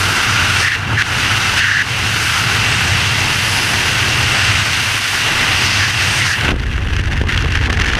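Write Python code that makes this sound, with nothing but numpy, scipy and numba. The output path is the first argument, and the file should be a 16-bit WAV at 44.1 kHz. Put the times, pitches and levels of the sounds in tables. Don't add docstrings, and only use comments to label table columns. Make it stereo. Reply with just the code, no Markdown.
import sys
import numpy as np
from scipy import signal
from scipy.fft import rfft, irfft, next_fast_len
from scipy.io import wavfile
from scipy.ndimage import uniform_filter1d
from numba import njit

SR = 44100
rng = np.random.default_rng(int(sys.argv[2]) if len(sys.argv) > 2 else 0)


def convert_level_to_amplitude(level_db):
    exponent = np.asarray(level_db, float) / 20
    return 10 ** exponent


def waveform_to_disk(signal):
    frames = np.transpose(np.atleast_2d(signal))
    scaled = np.clip(frames, -1, 1) * 32767
    samples = np.round(scaled).astype(np.int16)
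    wavfile.write(sys.argv[1], SR, samples)


N = 352359

# start_s, peak_db, treble_share_db
PUFFS = [(6.409, -2.5, -23), (6.4885, -1, -29), (6.5957, -14.5, -21), (6.6343, -9, -28), (6.665, -17, -21),
         (6.7776, -8, -28), (6.8321, -20, -29), (6.884, -13, -24), (6.964, -4, -24), (6.991, -13, -25),
         (7.0367, -11, -23), (7.0558, -9.5, -24), (7.121, -10, -30), (7.175, -7, -25), (7.2125, -5.5, -29),
         (7.285, -10, -25), (7.375, 1.5, -23.5), (7.4218, -7, -22), (7.5203, -9, -21), (7.553, 1, -24),
         (7.5716, -4, -27), (7.6995, -3, -24), (7.727, -6, -18.5), (7.771, -6, -24), (7.7978, -2, -24),
         (7.8174, 0.5, -24), (7.8436, -6, -26), (7.8658, -5, -23), (7.933, 0, -26), (7.9516, -2, -22)]
# start_s, peak_db, treble_share_db
SNAPS = [
    (1.0203, 4, -35),
    (1.816, -5.3, -30),
]
# start_s, depth_db, recovery_s
GAIN_DROPS = [
    (.686, -4, 0.22),
    (1.025, -9.5, 0.084),
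    (1.826, -6.5, 0.11),
    (5.91, -4, 0.065),
    (4.6, -1.5, 0.042),
]
# pitch_hz, level_db (per Hz)
HISS_SPECTRUM = [(900, -16.5), (1200, -7), (1450, -4.5), (2000, -1.5), (2450, -2), (3100, -2.5), (3500, -6),
                 (6200, -11.5), (6600, -13.5), (7400, -18.5), (8900, -18.5), (11700, -24.5), (12400, -29),
                 (13900, -29.5), (15200, -37.5)]
# pitch_hz, level_db (per Hz)
RUSH_SPECTRUM = [(420, -11.5), (560, -8.5), (780, -1), (1000, -1.5), (1250, -2.5), (1500, -19)]
# pitch_hz, level_db (per Hz)
GROWL_SPECTRUM = [(120, -5), (150, -8.5), (220, -3), (330, -4.5), (460, -8), (560, -15)]
# pitch_hz, width_hz, lift_db
HOUSING_RINGS = [(1475, 210, 4.5), (2010, 200, 2.5), (2730, 190, 6), (4860, 420, 2), (5930, 380, 2.5),
                 (8150, 370, 1), (12060, 200, 3)]
# pitch_hz, width_hz, level_db
PUFF_RINGS = [(1600, 380, 0), (1900, 380, 0), (3000, 700, -7)]
# start_s (centre), length_s, pitch_hz, width_hz, lift_db
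WHISTLES = [(0.592, .06, 8500, 1200, 4), (0.624, 0.036, 5000, 1200, 3), (1.3, .15, 2800, 250, 3.5),
            (1.62, .05, 2800, 400, 5), (2.8, .15, 7800, 900, 5), (3.55, .15, 10700, 900, 6.5),
            (3.6, .16, 5000, 500, 4), (4.35, .3, 2720, 120, 2), (4.45, .2, 8000, 900, 4.5),
            (5.65, .3, 2750, 120, 0), (5.73, .14, 5000, 1400, 5), (6.15, .12, 8650, 900, 5.5)]
# start_s (centre), low_hz, high_hz, level_db
SIDE_NOISE = [(.375, 6200, 8350, -36), (3.0, 8200, 9800, -40), (3.0, 12400, 15200, -48),
              (4.95, 4240, 7450, -29), (4.95, 12400, 13900, -53), (5.0, 4600, 5750, -32),
              (5.0, 10300, 11900, -44), (5.72, 8900, 10500, -38), (5.72, 13100, 14600, -52),
              (5.95, 4600, 5750, -35), (6.11, 4200, 5160, -28)]
# start_s, peak_db
KNOCKS = [
    (6.489, -0.5),
    (6.521, -6),
    (6.541, -5),
    (6.993, -8),
    (7.214, -1.5),
    (7.441, -9),
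    (7.70, -4.5),
]
# start_s (centre), length_s, level_db
LULLS = [(7.024, 0.011, -8), (7.25, 0.016, -9), (7.277, .007, -5), (6.93, .012, -3), (7.135, .006, -3),
         (7.458, 0.02, -6.5), (7.691, 0.01, -11), (7.946, 0.0054, -8), (7.968, 0.0044, -5),
         (1.85, 0.018, -2), (1.045, .015, -1), (7.76, 0.0087, -9), (7.1, 0.023, -4), (7.715, .005, -6),
         (9, .005, -7), (6.53, .005, -4), (5, .006, -3), (6.655, .006, -4), (9.9, 0.0087, -5),
         (7.785, 0.0054, -13)]
# start_s (centre), length_s, level_db
SURGES = [(6.75, .03, 2.9), (6.985, 0.052, 5), (7.13, .008, 4), (7.293, .008, 5), (7.315, 0.032, 7),
          (7.405, 0.027, 5.5), (7.54, 0.034, 3), (7.64, 0.015, 1), (7.735, .012, 2), (7.87, 0.065, 2),
          (6.5, .02, 2)]
# start_s, flow_db, exposure_db, fineness_db (of the eddies)
FLOW = [(0, -21, 2, 3), (.4, -19.5, 0, 0.5), (1.2, -19, 0, 0.5), (1.55, -20.5, 0.5, 0),
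        (1.98, -20.5, -0.5, 0.5), (2.25, -20.5, 1.5, 3), (2.7, -19.5, -0.5, 0), (3.1, -19.5, 0, 0),
        (3.55, -20.5, 1, 3), (4.5, -18.5, 0, -1.5), (5.0, -21, 1, 3), (5.4, -18.5, -1, 1),
        (6.33, -19.5, 1.5, -1), (6.37, -24.5, -3.5, 5), (6.515, -21.5, -6, -1), (6.535, -35.5, -5.5, 1),
        (7.2, -31, -5, -1), (7.99, -25, -3.5, -4)]
# start_s, cavity_drive_db (over the flow), cavity_hz
PORT_ANGLE = [(0, 2.5, 1420), (.55, 0.5, 1480), (.9, 2.5, 1540), (1.45, 0, 1480), (2.0, -1.5, 1590),
              (2.45, 1.5, 1430), (2.6, -.5, 1600), (3.25, -2.5, 1700), (3.6, -1, 1670), (4.3, -1.5, 1650),
              (4.9, -2, 1640), (5.3, -1, 1700), (5.6, -2.5, 1650), (6.3, -0.5, 1650), (6.5, 1.5, 1500),
              (6.6, 1.5, 1690), (7.99, 3, 1750)]
# start_s, shedding_db, churning_db
EDDIES = [(0, -25, 2.5), (.55, -21, 0.5), (.95, -19, 0.5), (1.1, -20, 4.5), (1.55, -23.5, -0.5),
          (2.1, -21.5, 0), (2.35, -25, -2.5), (2.5, -21.5, 1.5), (2.9, -19, 0), (3.6, -24.5, 1.5),
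          (4.25, -19.5, 2.5), (4.6, -19.5, -1.5), (5.05, -31, -4.5), (5.4, -27, 3), (5.75, -21, -0.5),
          (6.4, -21, -0.5), (7.15, -17.5, -2), (7.99, -19.5, 6)]
# start_s (centre), length_s, shedding_db, churning_db
EDDY_BREAKS = [(0.057, 0.046, 3, 0.5), (0.21, .05, -8, 0.5), (0.71, 0.11, -4, -1), (0.935, 0.048, 4, 4),
               (2.47, .04, 3, -1), (4.38, 0.055, -5.5, 0), (4.66, .04, -5, 1), (5.3, .05, 4.5, 2),
               (5.55, .1, 0, -2), (5.5, 0.088, 1, 3.5), (6.34, .03, -7, -4), (6.44, 0.037, 4, 5),
               (6.62, 0.059, -1, -2), (6.505, .03, 3, 4), (5.08, .07, -0.5, -3), (2.58, .08, -0.5, 2),
               (3.7, .2, -0.5, 1), (7.5, 0.055, 1.5, -2), (7.32, .04, -2, 4), (7.88, 0.036, -6, 1)]
# start_s, length_s, lift_db, pitch_hz
HOWLS = [
    (.635, 0.119, 4.5, 1840),
    (0.969, .05, 6, 1780),
    (1.602, .224, 7, 1760),
    (5.798, 0.076, 3.5, 1820),
    (6.2, .06, 2, 2050),
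    (6.26, .105, 3, 1780),
]
# start_s, length_s, flow_db, exposure_db
TURNS = [
    (.757, 0.219, -5.5, -4),
    (.79, 0.083, -1, -1.5),
    (.59, 0.063, 0, 1),
    (1.565, .04, 3.5, 0.5),
    (6.26, 0.072, -2, 3.5),
    (0.78, .055, -0.5, 2),
]

HOWL_DUCKS = dict(flow=0.33, fine=0.3, rush=1.14, growl=0.68, shedding=0.56, buffeting=1.2)
EDGE_S = 0.015
ROLL_S, ROLL_TAKES_S = 6.4, 0.12
THUMP_S, THUMP_LASTS_S, THUMP_DB = 6.475, .08, 9
SHED_HZ, WAKE_SHED_HZ = 97.1, 78.4
FLUTTER_DB, WAKE_FLUTTER_DB = 1, 4
BUFFET_DB, WAKE_BUFFET_DB, BUFFET_FOLLOWS_CHURN = -37.5, -21, .8
GROWL_DB, WAKE_GROWL_DB = -24, -24
RUSH_DB, WAKE_RUSH_DB, RUSH_FOLLOWS_FLOW, RUSH_FOLLOWS_CHURN = -26, -28, 0.54, 0.48
DULL_DB, DULL_PER_FINE = 2.5, .3
TEAR_DB, TEARS_PER_S, SHRED_DB, SHREDS_PER_S = 1, 37, 2, 75


def rms_one(x):
    return x / np.sqrt(np.mean(x ** 2) + 1e-20)


def in_time(rows):
    s, *columns = np.transpose(rows)
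    return [np.interp(np.arange(N) / SR, s, column) for column in columns]


def held(start_s, length_s, edge_s):
    t = np.arange(N) / SR
    inside_s = np.minimum(t - start_s, start_s + length_s - t)
    return np.clip(inside_s / edge_s + .5, 0, 1)


def swing(rows, column):
    t = np.arange(0, N + 16, 16) / SR
    total_db = sum(row[column] * np.exp(-((t - row[0]) / row[1]) ** 2) for row in rows)
    return np.interp(np.arange(N) / SR, t, total_db)


def bumps(times_s, peak_db, rise_s):
    marks, t = np.zeros(N), np.arange(SR // 20) / SR
    marks[np.round(times_s * SR).astype(int)] = convert_level_to_amplitude(peak_db)
    shape = (t / rise_s * np.exp(1 - t / rise_s)) ** 2
    return signal.oaconvolve(marks, shape)[:N]


def drift(rate):
    r = np.exp(-16 * np.pi * rate / SR)
    noise = rng.standard_normal(N // 8 + 4002)
    slow = signal.lfilter([1], [1, -2 * r, r * r], noise)[4000:]
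    slow -= uniform_filter1d(slow, size=SR // 40)
    return np.interp(np.arange(N) / 8, np.arange(len(slow)), rms_one(slow))


def band(x, low_hz, high_hz):
    edges_hz = [low_hz, min(high_hz, .45 * SR)]
    return signal.sosfilt(signal.butter(2, edges_hz, "band", fs=SR, output="sos"), x)


@njit
def sweep(x, hz, r, sr):
    y = np.zeros(len(x))
    for i in range(2, len(x)):
        push = (1 - r * r) / 2 * (x[i] - x[i - 2])
        y[i] = push + 2 * r * np.cos(2 * np.pi * hz[i] / sr) * y[i - 1] - r * r * y[i - 2]
    return y


def resonance(x, hz, width_hz):
    return sweep(x, hz * np.ones(N), np.exp(-np.pi * width_hz / SR), SR)


def coloured(x, hz_points, db_points):
    size = next_fast_len(N + 8192)
    hz = np.maximum(np.arange(size // 2 + 1) * SR / size, 1)
    gain = convert_level_to_amplitude(np.interp(np.log(hz), np.log(hz_points), db_points))
    wide = np.pad(x, (4096, size - N - 4096), "reflect")
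    return irfft(rfft(wide) * gain, size)[4096:4096 + N]


def evened(x, over_s, share):
    power = uniform_filter1d(x ** 2, size=int(over_s * SR))
    return rms_one(x / (np.abs(power) + 1e-12) ** (share / 2))


def banded_noise(spectrum, gust_db, patchy_db, colour_db=lambda hz: 0):
    hz_points, db_points = np.transpose(spectrum)
    octaves = np.log2(hz_points[-1] / hz_points[0])
    edges = hz_points[0] * 2 ** np.arange(0, octaves + .4, 1 / 3)
    noise = [coloured(white, hz_points, db_points) for white in rng.standard_normal((2, N))]
    patch, out = drift(2.5), 0
    for k, (low, high) in enumerate(zip(edges, edges[1:])):
        patch = 0.48 * patch + 0.33 * drift(6.6)
        gain = convert_level_to_amplitude(colour_db(np.sqrt(low * high)) + gust_db + patchy_db * patch)
        out = out + gain * band(noise[k % 2], low, high)
    return out / np.std(noise)


def side_noise():
    t, noise, out = np.arange(N) / SR, rng.standard_normal(N), 0
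    for s, low_hz, high_hz, db in SIDE_NOISE:
        moment = np.clip(2 - np.abs(t - s) / .009, 0, 1)
        edges_hz = [low_hz * .99, low_hz, high_hz, high_hz * 1.01]
        out = out + convert_level_to_amplitude(db) * moment * rms_one(coloured(noise, edges_hz, [-120, 0, 0, -120]))
    return out * [[1], [-1]]


def buffeting(level_db):
    lumps = band(rng.standard_normal(N), low_hz=27, high_hz=63.3)
    return convert_level_to_amplitude(level_db) * evened(lumps, over_s=.06, share=0.63)


def shedding(level_db, hz):
    noise = rng.standard_normal(N)
    drone = resonance(resonance(noise, hz, width_hz=23.0), hz, width_hz=119)
    return convert_level_to_amplitude(level_db) * evened(drone, over_s=0.043, share=0.38)


def housing_pressure(flow_db, lock_db, wake, gust_db):
    shed_db, churn_db = in_time(EDDIES)
    shed_db = shed_db + swing(EDDY_BREAKS, column=2)
    churn_db = churn_db + swing(EDDY_BREAKS, column=3)
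    churn_db = churn_db + THUMP_DB * held(THUMP_S, THUMP_LASTS_S, edge_s=.03)

    shed_db = shed_db - HOWL_DUCKS["shedding"] * lock_db
    drone = shedding(shed_db, SHED_HZ + wake * (WAKE_SHED_HZ - SHED_HZ))

    buffet_db = BUFFET_DB + wake * (WAKE_BUFFET_DB - BUFFET_DB)
    buffet_db = buffet_db + (1 - wake) * BUFFET_FOLLOWS_CHURN * churn_db - HOWL_DUCKS["buffeting"] * lock_db

    growl_db = GROWL_DB + wake * (WAKE_GROWL_DB - GROWL_DB) + churn_db - HOWL_DUCKS["growl"] * lock_db
    growl = convert_level_to_amplitude(growl_db) * banded_noise(GROWL_SPECTRUM, 1.3 * gust_db, patchy_db=2.0)

    rush_db = RUSH_DB + wake * (WAKE_RUSH_DB - RUSH_DB) - HOWL_DUCKS["rush"] * lock_db
    rush_db = rush_db + RUSH_FOLLOWS_FLOW * (flow_db + 20) + RUSH_FOLLOWS_CHURN * churn_db
    rush = convert_level_to_amplitude(rush_db) * banded_noise(RUSH_SPECTRUM, 1.2 * gust_db, patchy_db=2.5)
    return drone + buffeting(buffet_db) + growl + rush


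def knocks():
    s, peak_db = np.transpose(KNOCKS)
    return band(bumps(s, peak_db - 1.5, rise_s=0.00072), low_hz=109, high_hz=800)


def puffs():
    s, peak_db, treble_db = np.transpose(SNAPS + PUFFS)
    noise = rng.standard_normal(N)
    body = sum(convert_level_to_amplitude(db) * resonance(noise, hz, width) for hz, width, db in PUFF_RINGS)
    body = evened(body, over_s=0.0025, share=1.0)
    body = rms_one(band(body, low_hz=1000, high_hz=3800))
    top = coloured(noise, [2500, 3800, 6400, 7400, 11000, 15000], [-20, 7.5, -0.5, -11.5, -17, -38])
    low_puffs = body * bumps(s, peak_db - 9.5, rise_s=0.002)
    return low_puffs + rms_one(top) * bumps(s, peak_db + treble_db + 8, rise_s=0.0017)


def tearing(wake):
    shreds = drift(SHREDS_PER_S)
    shreds = shreds + 0.45 * np.minimum(shreds, 0)
    return wake * (TEAR_DB * drift(TEARS_PER_S) + SHRED_DB * shreds)


def howl(port_db, hiss_db, hz, gust_db):
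    power = np.maximum(convert_level_to_amplitude(2 * port_db) - convert_level_to_amplitude(2 * (hiss_db - 2.5)), 1e-7)
    noise = rng.standard_normal(N)
    cavity = resonance(resonance(noise, hz * 0.9, width_hz=440), hz * 1.029, width_hz=390)
    return np.sqrt(power) * convert_level_to_amplitude(gust_db) * rms_one(cavity)


def hiss(level_db, presence_db, top_db, dull_db, gust_db):
    presence_db = presence_db - np.median(presence_db)
    top_db = top_db - np.median(top_db)

    def colour_db(hz):
        octave = np.log2(hz / 3300)
        presence = np.interp(octave, [0, .55, .95, 1.45], [0, 1, 1, 0])
        top = np.interp(octave, [.95, 1.45], [0, 1])
        return presence * presence_db + top * top_db - dull_db * max(octave - 1.55, 0)

    air = banded_noise(HISS_SPECTRUM, gust_db, patchy_db=1.22, colour_db=colour_db)
    lifts = sum((convert_level_to_amplitude(db) - 1) * resonance(air, hz, width) for hz, width, db in HOUSING_RINGS)
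    t = np.arange(N) / SR
    for s, length, hz, width, db in WHISTLES:
        swell = np.exp(-((t - s) / length) ** 2)
        lifts = lifts + (convert_level_to_amplitude(db) - 1) * swell * resonance(air, hz, width)
    return convert_level_to_amplitude(level_db + 2.0) * (air + lifts)


def port_air(flow_db, exposure_db, fine_db, lock_db, gust_db):
    drive_db, cavity_hz = in_time(PORT_ANGLE)
    for s, length, _, hz in HOWLS:
        pull = held(s - .015, length + .03, edge_s=0.032)
        cavity_hz = cavity_hz + pull * (hz - cavity_hz)
    hiss_db = flow_db - HOWL_DUCKS["flow"] * lock_db
    top_db = exposure_db + fine_db - HOWL_DUCKS["fine"] * lock_db
    air = hiss(hiss_db, exposure_db, top_db, DULL_DB - DULL_PER_FINE * fine_db, gust_db)
    air = air + howl(flow_db + drive_db + lock_db, hiss_db, cavity_hz, gust_db)
    return air * convert_level_to_amplitude(swing(LULLS + SURGES, column=2))


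def scene():
    flow_db, exposure_db, fine_db = in_time(FLOW)
    lock_db = sum(db * held(s, length, EDGE_S) for s, length, db, _ in HOWLS)
    turn_db = sum(db * held(s, length, EDGE_S) for s, length, db, _ in TURNS)
    exposure_db = exposure_db + sum(db * held(s, length, EDGE_S) for s, length, _, db in TURNS)
    wake = held(ROLL_S + ROLL_TAKES_S / 2, 10, ROLL_TAKES_S)
    flutter_db = FLUTTER_DB + wake * (WAKE_FLUTTER_DB - FLUTTER_DB)
    gust_db = flutter_db * (0.27 * drift(4.8) + .5 * drift(95) + 0.44 * drift(220))
    low = housing_pressure(flow_db + 0.39 * turn_db, lock_db, wake, gust_db)
    port_flow_db = flow_db + turn_db + tearing(wake)
    port = port_air(port_flow_db, exposure_db, fine_db, lock_db, gust_db)
    air = low + knocks() + puffs() + port
    return np.array([air, air])


def top_cut(x):
    return signal.sosfilt(signal.butter(12, 15280, fs=SR, output="sos"), x)


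def record(dry):
    t = np.arange(N) / SR
    gain_db = 0
    for s, db, recovery_s in GAIN_DROPS:
        gain_db = gain_db + db * (t > s) * np.exp(-np.maximum(t - s, 0) / recovery_s)
    gain_db = uniform_filter1d(gain_db, size=SR // 300)
    mono = 2.5 * np.tanh(dry[0] * convert_level_to_amplitude(gain_db) / 2.5)
    mono = coloured(mono, [14, 24, 15290, 15370], [-30, 0, 0, -70])
    return top_cut(np.clip(mono, -1, 1) + side_noise())


dry = scene()
out = record(dry)
waveform_to_disk(out)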